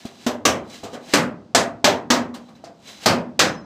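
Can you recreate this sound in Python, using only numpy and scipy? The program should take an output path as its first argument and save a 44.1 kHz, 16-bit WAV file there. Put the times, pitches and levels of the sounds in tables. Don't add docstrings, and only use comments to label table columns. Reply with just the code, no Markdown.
import sys
import numpy as np
from scipy import signal
from scipy.fft import rfft, irfft
from scipy.io import wavfile
from scipy.ndimage import uniform_filter1d

SR = 44100
rng = np.random.default_rng(int(sys.argv[2]) if len(sys.argv) > 2 else 0)


def ratio_of_db(decibels):
    return 10 ** (np.asarray(decibels, float) / 20)


def transcribe(signal):
    frames = np.atleast_2d(signal).T
    limited = np.clip(frames, -1, 1)
    pcm = np.round(limited * 32767).astype(np.int16)
    wavfile.write(sys.argv[1], SR, pcm)


N = 160965

# [t/s, treble level/dB, middle level/dB, bass level/dB, crash length as a share]
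BLOWS = [
    (0.264, -29.5, -26.5, -21.5, 1.04),
    (0.4521, -15.5, -14, -14, 1.074),
    (1.136, -14, -9, -10.5, 1.04),
    (1.548, -13, -10.5, -13, 1.01),
    (1.8428, -14, -9.5, -12.5, 1.07),
    (2.1025, -16.5, -11, -14.5, 1.096),
    (3.0588, -13.5, -9, -10, 1.09),
    (3.392, -12, -8, -12, 1.076),
]
# [t/s, treble level/dB, middle level/dB, bass level/dB, length share]
TAPS = [
    (.051, -41.5, -43.5, -40.5, 0.77),
    (0.6952, -42.5, -45, -47.5, 0.46),
    (0.833, -39, -38.5, -29.5, 1),
    (0.9313, -46, -34.5, -30.5, 1),
    (2.341, -40, -38.5, -36.5, 0.8),
    (2.4861, -59, -48, -47.5, 0.55),
    (2.5513, -62, -55, -53, 1),
    (2.6393, -47.5, -46, -39, 0.94),
]
# [start t/s, rise/s, fall/s, level/dB, tool ring level/dB]
DRAGS = [
    (-.1, 0.017, 0.58, -42.5, -8),
    (0.14, 0.1, 0.11, -47, -6),
    (0.658, .09, 0.23, -40, -7.5),
    (0.9, 0.048, 0.042, -42, -7.5),
    (1.022, 0.11, 0.098, -35, -10),
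    (2.36, 0.038, 1, -59.5, -5),
    (2.83, 0.054, 0.32, -40.5, -7),
    (2.996, 0.045, 0.12, -36, -12),
    (2.749, .1, 0.17, -62.5, -16),
]
# [t/s, level/dB]
HEAD_HITS = [
    (1.136, -57),
    (2.1035, -59),
    (3.393, -36),
]
# [t/s, level/dB]
PLIERS_HITS = [
    (.06, -61),
    (.70, -59),
    (.836, -59),
    (2.34, -57),
    (2.4843, -62),
    (2.5516, -60),
    (2.875, -57),
]
# [t/s, level/dB]
HANDLE_HITS = [
    (.052, -34.5),
    (.833, -31),
    (1.09, -38),
]
# [f/Hz, level/dB, t60/s]
BOX_MODES = [(102, -16, .5), (238, -3, .7), (285, -9, .4), (385, -7, .42), (462, -9, .4), (501, -6, .42),
             (585, -5, .4), (667, -3, .42), (750, -7, .36), (797, -6, .34), (1082, -9, .28),
             (1206, -9, .27), (1625, -11, .2), (2083, -13, .18)]
# [f/Hz, level/dB, t60/s]
HEAD_MODES = [(3268, -5, .35), (4021, 0, .4), (4710, -9, .3), (5184, 1, .5), (5825, -7, .35),
              (6024, -1, .45), (6589, -4, .4), (7400, -8, .3), (7569, -10, .3)]
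# [f/Hz, level/dB, t60/s]
PLIERS_MODES = [(1750, -8, 0.075), (3200, -15.5, .04), (3560, -6.5, .06), (3970, 4, 0.082),
                (5900, -8.5, .04)]
# [f/Hz, level/dB, t60/s]
HANDLE_MODES = [(231, -1.5, 0.098), (332, -8, 0.15), (400, -5, 0.15), (644, -7.5, 0.11)]
# [f/Hz, level per Hz/dB]
CRASH_COLOUR = [(40, -34), (90, -15.5), (234, -5), (330, -5.5), (620, -3.5), (2200, -10), (4200, -5),
                (8000, -13.5), (16000, -22.5)]
# [f/Hz, t60/s]
CRASH_T60 = [(80, .75), (240, 0.57), (350, 0.46), (1000, 0.37), (2000, 0.28), (3880, 0.19), (10200, 0.18)]
# [f/Hz, level per Hz/dB]
DRAG_COLOUR = [(150, -34.5), (634, -5.5), (1000, -12.5), (1900, -9.5), (4090, -8), (7950, -15.5),
               (12000, -21.5), (16000, -23)]
# [f/Hz, level per Hz/dB]
HUM_COLOUR = [(30, -23), (70, -10.5), (239, 0.5), (400, -10.5), (900, -14.5), (1900, -30.5), (4500, -30),
              (16000, -53)]
EDGES_HZ = 40 * 2 ** np.arange(0, 8.8, 1 / 3)

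BASS_HZ, MIDDLE_HZ, TREBLE_HZ = 700, 1550, 4100
CRASH_DB, COLOUR_DB, FLICKER_DB = 18, 2, 0
EARLY_T60_S = 0.1
RISE_S, RISE_HZ, LONGEST_RISE_S = 0.0038, 1000, 0.013
TAP_SLOWER = 3.8
CHIRP_DB, CHIRP_TOP_HZ, CHIRP_S = -5, 9170, 0.0032
BOX_DB = -5.5
TWIN_DB, WAVER_DB = 0.5, 3
GRAINS_PER_S, GRAIN_SPREAD_DB = 6000, 1.8
HUM_DB = -51
MIC_LOW_HZ, MIC_STEP_HZ, MIC_STEP_DB, MIC_TOP_HZ = 60, 8610, -7, 15600
LIMIT_DB, RELEASE_DB_PER_S, RATIO = -5, 150, 0.5
TOP = 1.5


def at_hz(points, hz):
    table = np.array(points)
    return np.interp(np.log(hz), np.log(table[:, 0]), table[:, 1])


def rms_one(x):
    return x / np.sqrt(np.mean(x ** 2) + 1e-20)


def band(x, low, high):
    return signal.sosfilt(signal.butter(2, [low, high], "band", fs=SR, output="sos"), x)


def coloured(x, spectrum):
    out = np.zeros(N)
    for k, (low, high) in enumerate(zip(EDGES_HZ, EDGES_HZ[1:])):
        level = ratio_of_db(at_hz(spectrum, np.sqrt(low * high)))
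        out += level * band(x[k % 2], low, high)
    return rms_one(out)


def ring(clicks, hz, t60):
    r = ratio_of_db(-60 / (t60 * SR))
    w = 2 * np.pi * hz / SR
    return signal.lfilter([0, np.sin(w)], [1, -2 * r * np.cos(w), r * r], clicks + 1e-18)


def slow_waver():
    steps = rng.standard_normal(N // 16 + 1)
    smooth = uniform_filter1d(uniform_filter1d(steps, size=50), size=50)
    return np.repeat(rms_one(smooth), 16)[:N]


def struck(hits, modes, spread_db, shake_s, pair, tilt_db=0):
    out = np.zeros(N)
    hits = np.array(hits)
    t = np.arange(1500) / SR
    at = (hits[:, :1] * SR).astype(int) + np.arange(len(t))
    fade = rms_one(np.exp(-t / shake_s)) / np.sqrt(len(t))
    for hz, level_db, t60 in modes:
        tilt = np.clip(np.log(hz / BASS_HZ) / np.log(MIDDLE_HZ / BASS_HZ), 0, 1)
        luck_db = spread_db * rng.standard_normal((len(hits), 1))
        strength = ratio_of_db(hits[:, 1:2] + tilt_db * tilt + level_db + luck_db)
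        clicks = np.zeros(N + len(t))
        clicks[at] = strength * fade * rng.choice([-1, 1], at.shape)
        tone = ring(clicks[:N], hz, t60)
        twin = ring(clicks[:N], hz * (1 + pair), t60)
        out += ratio_of_db(WAVER_DB * slow_waver() - 2) * (tone + ratio_of_db(TWIN_DB) * twin)
    return out


def workshop_hum():
    return ratio_of_db(HUM_DB) * coloured(rng.standard_normal((2, N)), HUM_COLOUR)


def drags():
    grains = rng.random((2, N)) < GRAINS_PER_S / SR
    sizes = ratio_of_db(GRAIN_SPREAD_DB * rng.exponential(1, (2, N)))
    grit = grains * sizes * rng.choice([-1, 1], (2, N))
    t, stroke, singing = np.arange(N) / SR, np.zeros(N), np.zeros(N)
    for s, rise, fall, db, ring_db in DRAGS:
        before_peak = (s + rise - t) / rise * 0.61
        after_peak = (t - s - rise) / fall
        shape = ratio_of_db(db - 32.7 * np.maximum(before_peak, after_peak))
        stroke += shape
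        singing += shape * ratio_of_db(ring_db)
    rings = rms_one(sum(ratio_of_db(db) * ring(grit[0], hz, t60) for hz, db, t60 in PLIERS_MODES))
    return stroke * coloured(grit, DRAG_COLOUR) + singing * rings


def wooden_handle():
    return struck(HANDLE_HITS, HANDLE_MODES, spread_db=0.9, shake_s=0.0001, pair=0.039)


def pliers():
    return struck(PLIERS_HITS, PLIERS_MODES, spread_db=3.3, shake_s=0.0032, pair=0.0074)


def hammer_head():
    return struck(HEAD_HITS, HEAD_MODES, spread_db=0.96, shake_s=0.00001, pair=0.002)


def box_boom():
    knocks = BLOWS + TAPS
    hits = [(s, bass_db + BOX_DB) for s, _, _, bass_db, _ in knocks]
    tilt_db = np.array([[middle_db - bass_db] for _, _, middle_db, bass_db, _ in knocks])
    return struck(hits, BOX_MODES, spread_db=2.06, shake_s=0.0001, pair=0.037, tilt_db=tilt_db)


def chirps():
    out, t = np.zeros(N + 1000), np.arange(1000) / SR
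    hz = CHIRP_TOP_HZ / (1 + 4 * t / CHIRP_S)
    swell = (t / CHIRP_S) * np.exp(1 - 2 * t / CHIRP_S) * 2
    sweep = np.sin(2 * np.pi * np.cumsum(hz) / SR) * swell
    for s, treble_db, *_ in BLOWS:
        start = int(s * SR)
        out[start:start + len(t)] += ratio_of_db(treble_db + CHIRP_DB) * sweep
    return out[:N]


def crash():
    out, white = np.zeros(N), rng.standard_normal((2, N))
    knocks = BLOWS + TAPS
    rise = RISE_S * np.repeat([1, TAP_SLOWER], [len(BLOWS), len(TAPS)])[:, None]
    colour = COLOUR_DB * rng.standard_normal((len(knocks), len(EDGES_HZ)))
    s, treble_db, middle_db, bass_db, share = np.array(knocks).T[:, :, None]
    grid = np.arange(0, N + 16, 16)
    t = np.maximum(grid / SR - s, 0)
    fall = 2 * np.log(1000) * t / share
    for k, (low, high) in enumerate(zip(EDGES_HZ, EDGES_HZ[1:])):
        hz = np.sqrt(low * high)
        bass, middle, treble = (np.interp(np.log(hz), np.log([BASS_HZ, MIDDLE_HZ, TREBLE_HZ]), weight)
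                                for weight in np.eye(3))
        shape = np.exp(-fall / at_hz(CRASH_T60, hz)) + np.exp(-fall / EARLY_T60_S)
        band_rise = np.minimum(rise * np.sqrt(RISE_HZ / hz), LONGEST_RISE_S)
        swell = (1 - np.exp(-t / band_rise)) ** 2
        level_db = treble * treble_db + middle * middle_db + bass * bass_db + colour[:, k:k + 1]
        power = np.sum(swell * shape * ratio_of_db(2 * level_db), axis=0)
        flicker = FLICKER_DB * rms_one(uniform_filter1d(rng.standard_normal(len(grid)), size=12))
        gain = ratio_of_db(at_hz(CRASH_COLOUR, hz) + CRASH_DB + flicker) * np.sqrt(power)
        out += np.interp(np.arange(N), grid, gain) * band(white[k % 2], low, high)
    return out


def scene():
    ringing = box_boom() + hammer_head() + pliers()
    hum = workshop_hum()
    sheet = crash() + chirps()
    tools = wooden_handle() + drags()
    return (ringing + hum + sheet + tools)[None]


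def band_limit(x):
    return signal.sosfilt(signal.butter(12, 16640, fs=SR, output="sos"), x)


def record(dry):
    x = signal.sosfilt(signal.butter(2, MIC_LOW_HZ, "high", fs=SR, output="sos"), dry)
    f = np.arange(N // 2 + 1) * SR / N
    step_db = MIC_STEP_DB / (1 + (MIC_STEP_HZ / (f + 1)) ** 20)
    end_db = -50 / (1 + (MIC_TOP_HZ / (f + 1)) ** 150)
    x = irfft(rfft(x) * ratio_of_db(step_db + end_db), N)
    fall = RELEASE_DB_PER_S * np.arange(N) / SR
    level = np.maximum.accumulate(20 * np.log10(np.abs(x[0]) + 1e-9) + fall) - fall
    gain_db = uniform_filter1d(-RATIO * np.maximum(level - LIMIT_DB, 0), size=44)
    mix = TOP * np.tanh(x * ratio_of_db(gain_db) / TOP)
    return band_limit(mix)


dry = scene()
out = record(dry)
transcribe(out)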